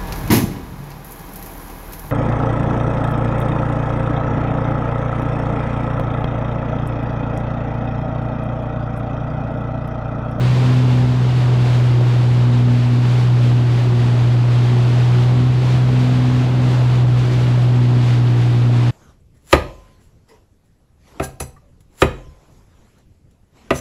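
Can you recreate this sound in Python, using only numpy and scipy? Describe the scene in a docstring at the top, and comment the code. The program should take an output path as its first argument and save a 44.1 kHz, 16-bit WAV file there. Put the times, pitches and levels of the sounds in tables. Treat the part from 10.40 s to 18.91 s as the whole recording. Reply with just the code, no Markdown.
"""A small boat cruises across a harbour, heard from on board.
From the start the exhaust drones at the firing rate, with weaker lines from shaft and unequal firings.
The wake, made of filtered noise, drops and ringing bubbles, churns and throws up sheets of spray.
Wind, a low filtered noise, buffets the microphone all along.
After about a second and a half one wave slaps the hull: a short ringing knock that falls in pitch."""
import sys
import numpy as np
from scipy import signal
from scipy.fft import rfft, irfft, next_fast_len
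from scipy.io import wavfile

SR = 44100
rng = np.random.default_rng(int(sys.argv[2]) if len(sys.argv) > 2 else 0)


def master_out(mix):
    """Clip the mix to full scale and print it as 16-bit PCM to the path in sys.argv[1]."""
    frames = np.transpose(np.atleast_2d(mix))
    ceiling = np.clip(frames, -1, 1)
    pcm = np.round(ceiling * 32767).astype(np.int16)
    wavfile.write(sys.argv[1], SR, pcm)


N = 375291  # length in samples, about 8.5 s


def undb(db):
    """Turn decibels into gain."""
    return 10 ** (np.asarray(db) / 20)


def unit(x):
    """Scale to rms 1."""
    return x / np.sqrt(np.mean(x ** 2))


def curves(table):
    """Join the points of each column by straight lines in time."""
    times, *columns = np.transpose(table)
    t = np.arange(N) / SR
    return [np.interp(t, times, column) for column in columns]


def shaped(x, response):
    """Filter x by a gain that depends on frequency, then scale to rms 1."""
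    size = next_fast_len(N, real=True)
    spectrum = rfft(x, size) * response(np.fft.rfftfreq(size, 1 / SR))
    return unit(irfft(spectrum, size)[:N])


def walk(rate):
    """Wander smoothly at random with rms 1, changing about rate times a second."""
    return shaped(rng.standard_normal(N), lambda f: 1 / (1 + np.square(2 * f / rate) ** 2))


def colour(x, points):
    """Filter x through a curve of (frequency [Hz], level [dB]) points."""
    hz, db = np.transpose(points)
    return shaped(x, lambda f: undb(np.interp(np.log1p(f), np.log1p(hz), db)))


def surges(table, attack_s, release_s):
    """Add up the power of events that rise, hold and fall away."""
    t = np.arange(N) / SR
    total = np.zeros(N)
    for start, hold, db in table:
        corners = start + np.cumsum([0, attack_s, hold, release_s])
        total += undb(db) ** 2 * np.interp(t, corners, [0, 1, 1, 0])
    return total


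def add(out, s, sound):
    """Mix a sound in at time s."""
    i = int(s * SR)
    out[i:i + len(sound)] += sound[:N - i]


def bubble(hz, cycles, glide):
    """A pocket of air rings and glides in pitch as it dies away to a hundredth."""
    age = np.arange(int(cycles * SR / hz)) * hz / (cycles * SR)  # 0 to 1
    ringing = np.sin(2 * np.pi * cycles * age * (1 + glide * age / 2))
    return np.exp(-np.log(100) * age) * ringing


# engine speed before its small waver: (time [s], firing rate [Hz])
SPEED = [(0.0, 124.6), (0.37, 125.6), (0.53, 124.4), (1.0, 124.4), (1.22, 122.7), (1.66, 121.9),
         (2.4, 121.5), (2.79, 122.3), (3.55, 120.4), (4.28, 121.1), (4.87, 122.9), (5.06, 124.7),
         (5.46, 125.5), (6.14, 125.0), (6.62, 123.3), (7.68, 121.7), (8.0, 119.9), (8.51, 120.5)]
# strength of the exhaust drone before its small waver: (time [s], level [dB])
DRONE = [(0.0, -13), (0.55, -12.3), (0.72, -14.4), (1.1, -12.5), (2.26, -12), (2.43, -13.5), (3.1, -11.5),
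         (3.41, -13.8), (3.64, -12.5), (4.9, -12), (5.18, -13.5), (5.34, -12.5), (6.09, -14.5), (6.45, -12),
         (6.72, -12), (6.88, -13.8), (7.26, -12), (8.51, -12.5)]
# moments when the exhaust note hardens and its octave swells:
# (start time [s], hold [s], octave level added as power, before flutter [dB])
SWELLS = [(.21, .42, -26), (2.02, 0.47, -24.5), (2.95, 0.14, -32.5), (3.53, .02, -26.5), (4.18, .02, -30.5),
          (4.9, .04, -26.5), (5.48, .38, -22.5), (6.1, .04, -26.5), (7.28, .17, -26.5),
          (8.08, 0.084, -29.5)]
SWELL_ATTACK_S, SWELL_RELEASE_S = 0.11, 0.11
OCTAVE_DB = -34.5  # between swells, before flutter
# the drone's third harmonic before flutter: (time [s], level [dB])
THIRD = [(0.0, -39.5), (1.44, -43), (1.6, -29.5), (1.94, -36), (3.02, -40.5), (3.28, -33.5), (4.24, -33.5),
         (5.84, -41), (6.0, -48), (6.94, -36.5), (8.51, -37)]
# hum at mean speed and time 0, its growth per Hz of slowing, and its rise per second
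HUM_DB, HUM_DB_PER_HZ, HUM_DB_PER_S = -43, .5, 1.11
# weaker engine lines: (multiple of the cycle rate, six firings to a cycle)
SIDE_ORDERS = [3, 4, 8, 9, 10, 14, 21]
# their levels at mean speed, before flutter: (level [dB])
SIDE_DB = [-38, -38, -39.5, -35, -51.5, -46.5, -50]


def engine(octave_flutter_db=1, rest_flutter_db=2.0, third_flutter_db=2.5, side_flutter_db=2,
           shake_db_per_hz=0.9):
    """The firing line and its overtones; the shaft and unequal firings add lines between them."""
    firing_hz, = curves(SPEED)
    drone_db, = curves(DRONE)
    third_db, = curves(THIRD)
    faster_hz = firing_hz - firing_hz.mean()

    # the load on the drive is uneven, so speed and strength waver a little
    wavering_hz = firing_hz * (1 + .0022 * walk(30))
    phase = 2 * np.pi * np.cumsum(wavering_hz) / SR
    drone = undb(drone_db + .2 * walk(45) + .12 * walk(12)) * np.sin(phase)

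    resting_power = undb(OCTAVE_DB + rest_flutter_db * walk(8.8)) ** 2
    octave_gain = np.sqrt(resting_power + surges(SWELLS, SWELL_ATTACK_S, SWELL_RELEASE_S))
    octave = octave_gain * undb(octave_flutter_db * walk(13)) * np.cos(2 * phase)
    third = undb(third_db + third_flutter_db * walk(8)) * np.sin(3 * phase)

    # the hum grows as the engine slows, and creeps up with time
    hum_db = HUM_DB - HUM_DB_PER_HZ * faster_hz + HUM_DB_PER_S * np.arange(N) / SR
    hum = undb(hum_db + side_flutter_db * walk(8)) * np.sin(2.5 * phase)
    out = drone + octave + third + hum

    # the engine shakes more when it runs faster
    shake_db = shake_db_per_hz * faster_hz
    for order, db in zip(SIDE_ORDERS, SIDE_DB):
        drift = 2 * np.pi * rng.random() + .25 * walk(8)  # phase in radians
        line = np.sin(order / 6 * phase + drift)
        out += undb(db + shake_db + side_flutter_db * walk(7)) * line
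    return np.sqrt(2) * out  # a sine at 0 dB now has rms 1


def bubbles(low_hz=350, high_hz=3000, cycles=12, glide=0.22, spread_db=3, count=4000):
    """Air folded under by the wake rings as bubbles of many sizes, each rising in pitch."""
    out = np.zeros(N)
    for when, size, strength in rng.random((count, 3)):
        hz = low_hz * (high_hz / low_hz) ** size
        gain = undb(-spread_db * np.log(max(strength, .01)))  # many weak, a few strong
        add(out, when * N / SR, gain * bubble(hz, cycles, glide))
    return unit(out)


def drops(rate, spread_db):
    """Random impacts, about rate a second, many small and a few large."""
    hits = rng.random(N) < rate / SR
    size = np.minimum(rng.exponential(size=N), 5)
    sign = rng.choice([-1, 1], N)
    return unit(hits * sign * undb(spread_db * size))


# filter curves of the four layers of white water: (frequency [Hz], relative level [dB])
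CHURN = [(90, -3.5), (160, 5.5), (280, 3), (440, -1), (560, -3), (760, -2.5), (1000, -5.5), (1400, -10.5),
         (2200, -28), (4000, -53.5)]
SPLASH = [(600, -10), (1100, 0), (1600, 3), (2100, 2), (2800, 1.5), (3700, -1), (4600, -6), (6000, -24.5),
          (9000, -41.5)]
SPRAY = [(3000, -8), (4800, 5.5), (6200, 2), (7300, 0), (8500, -4.5), (10000, -11), (12000, -20.5),
         (15500, -40)]
MIST = [(6000, -16.5), (9000, -0.5), (11200, -1.5), (12400, -1.5), (14000, -7), (15500, -16)]
# ups and downs of the churning, before its overall level and flicker: (time [s], level [dB])
CHURNING = [(0.0, -28.5), (0.6, -29), (0.76, -29.5), (2.19, -29.5), (2.36, -30.5), (3.66, -29.5),
            (5.14, -29.5), (6.34, -28), (6.8, -30), (7.02, -30.5), (7.18, -29.5), (8.51, -30.5)]
# the hull throws up a sheet of spray:
# (start time [s], hold [s], power added, relative to the steady wash [dB])
SHEETS = [(-.05, 0.28, 1.5), (.29, 0.24, -1.5), (.86, .4, -3), (1.21, 0.23, -3), (1.61, 0.33, -4),
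          (2.35, .03, -6), (2.61, .13, -1), (2.98, .04, -1.5), (3.26, 0.13, -2), (3.55, 0.21, -2),
          (4.07, 0.31, -1.5), (4.46, 0.32, -1.5), (5.21, 0.09, 1.5), (5.46, 0.5, -2.5), (6.2, 0.12, 0),
          (6.45, .04, -2), (6.75, 0.12, -1), (6.89, 0.077, 0), (7.06, 0.079, -4), (7.6, 0.046, 0),
          (7.96, 0.1, -3.5), (8.32, .12, -.5)]
SHEET_ATTACK_S, SHEET_RELEASE_S = .05, .1
MIST_HANG_S = 0.12  # the finest drops take longer to come down


def wake(churn_db=1, splash_db=-37.5, spray_db=-49, mist_db=-64.5, bubble_db=-7, drop_db=-3,
         flicker_db=0.38, churn_share=0.32, spray_share=1.18, mist_share=1.1):
    """White water: low churning with bubbles, splashing sheets, a patter of spray and its finest mist."""
    def wash(rate, spread_db, points):
        """Steady hiss and a patter of drops through one filter curve."""
        patter = undb(drop_db) * drops(rate, spread_db)
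        return colour(rng.standard_normal(N) + patter, points)

    churning_db, = curves(CHURNING)
    churn = colour(rng.standard_normal(N), CHURN) + undb(bubble_db) * colour(bubbles(), CHURN)
    splash = wash(4000, 2.6, SPLASH)
    spray = wash(5000, 1.7, SPRAY)
    mist = wash(5000, 2.5, MIST)

    # a sheet lifts every layer, the churning least, so a strong one sounds brighter
    sheet_db = 10 * np.log10(1 + surges(SHEETS, SHEET_ATTACK_S, SHEET_RELEASE_S))
    hanging_db = 10 * np.log10(1 + surges(SHEETS, SHEET_ATTACK_S, MIST_HANG_S))
    tumble_db = 0.62 * walk(25)  # sheets of water land unevenly
    tearing_db = .7 * walk(12)  # the mist flickers on its own as well

    churn_level_db = churn_db + churning_db + churn_share * sheet_db + flicker_db * walk(11)
    return (unit(churn) * undb(churn_level_db)
            + splash * undb(splash_db + sheet_db + tumble_db)
            + spray * undb(spray_db + spray_share * sheet_db + tumble_db)
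            + mist * undb(mist_db + mist_share * hanging_db + tearing_db + tumble_db))


# filter curve of the wind: (frequency [Hz], relative level [dB])
WIND = [(12, -17.5), (25, -11), (42, -4.5), (65, -1), (100, 5), (160, 2.5), (300, -19.5), (600, -52.5),
        (3000, -91)]
# gusts on the microphone, before overall level and buffeting: (time [s], level [dB])
GUSTS = [(0, -39), (1.15, -40.5), (2.2, -45), (2.9, -47), (3.3, -38), (4.7, -49), (5.1, -40), (6.05, -42.5),
         (6.8, -35), (7.35, -47), (8.51, -46)]


def wind(wind_db=8.5):
    """Eddies rumble on the microphone, as low noise that swells with the gusts."""
    gust_db, = curves(GUSTS)
    buffet_db = 1.8 * walk(10)
    return colour(rng.standard_normal(N), WIND) * undb(gust_db + wind_db + buffet_db)


# waves slapping the hull: (time [s], level before dying away [dB], starting pitch [Hz])
SLAPS = [(1.611, -10, 640)]


def slaps(cycles=6, glide=-0.3):
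    """A wave meets the hull with a short knock that falls in pitch."""
    out = np.zeros(N)
    for s, db, hz in SLAPS:
        add(out, s, undb(db) * bubble(hz, cycles, glide))
    return out


def scene():
    """Everything is close by, over open water, so the sounds add up without echo."""
    return (engine() + wake() + wind() + slaps())[None]


TOP_HZ = 15300  # the treble stops here
EDGE_S = .006  # fade at each end


def record(dry):
    """Ease the sound in and out over a few milliseconds and cut the top with a steep filter."""
    t = np.arange(N) / SR
    eased = dry * np.minimum(np.minimum(t, t[::-1]) / EDGE_S, 1)
    low_pass = signal.ellip(12, .2, 90, TOP_HZ, fs=SR, output="sos")
    return signal.sosfilt(low_pass, eased)


dry = scene()
out = record(dry)
master_out(out)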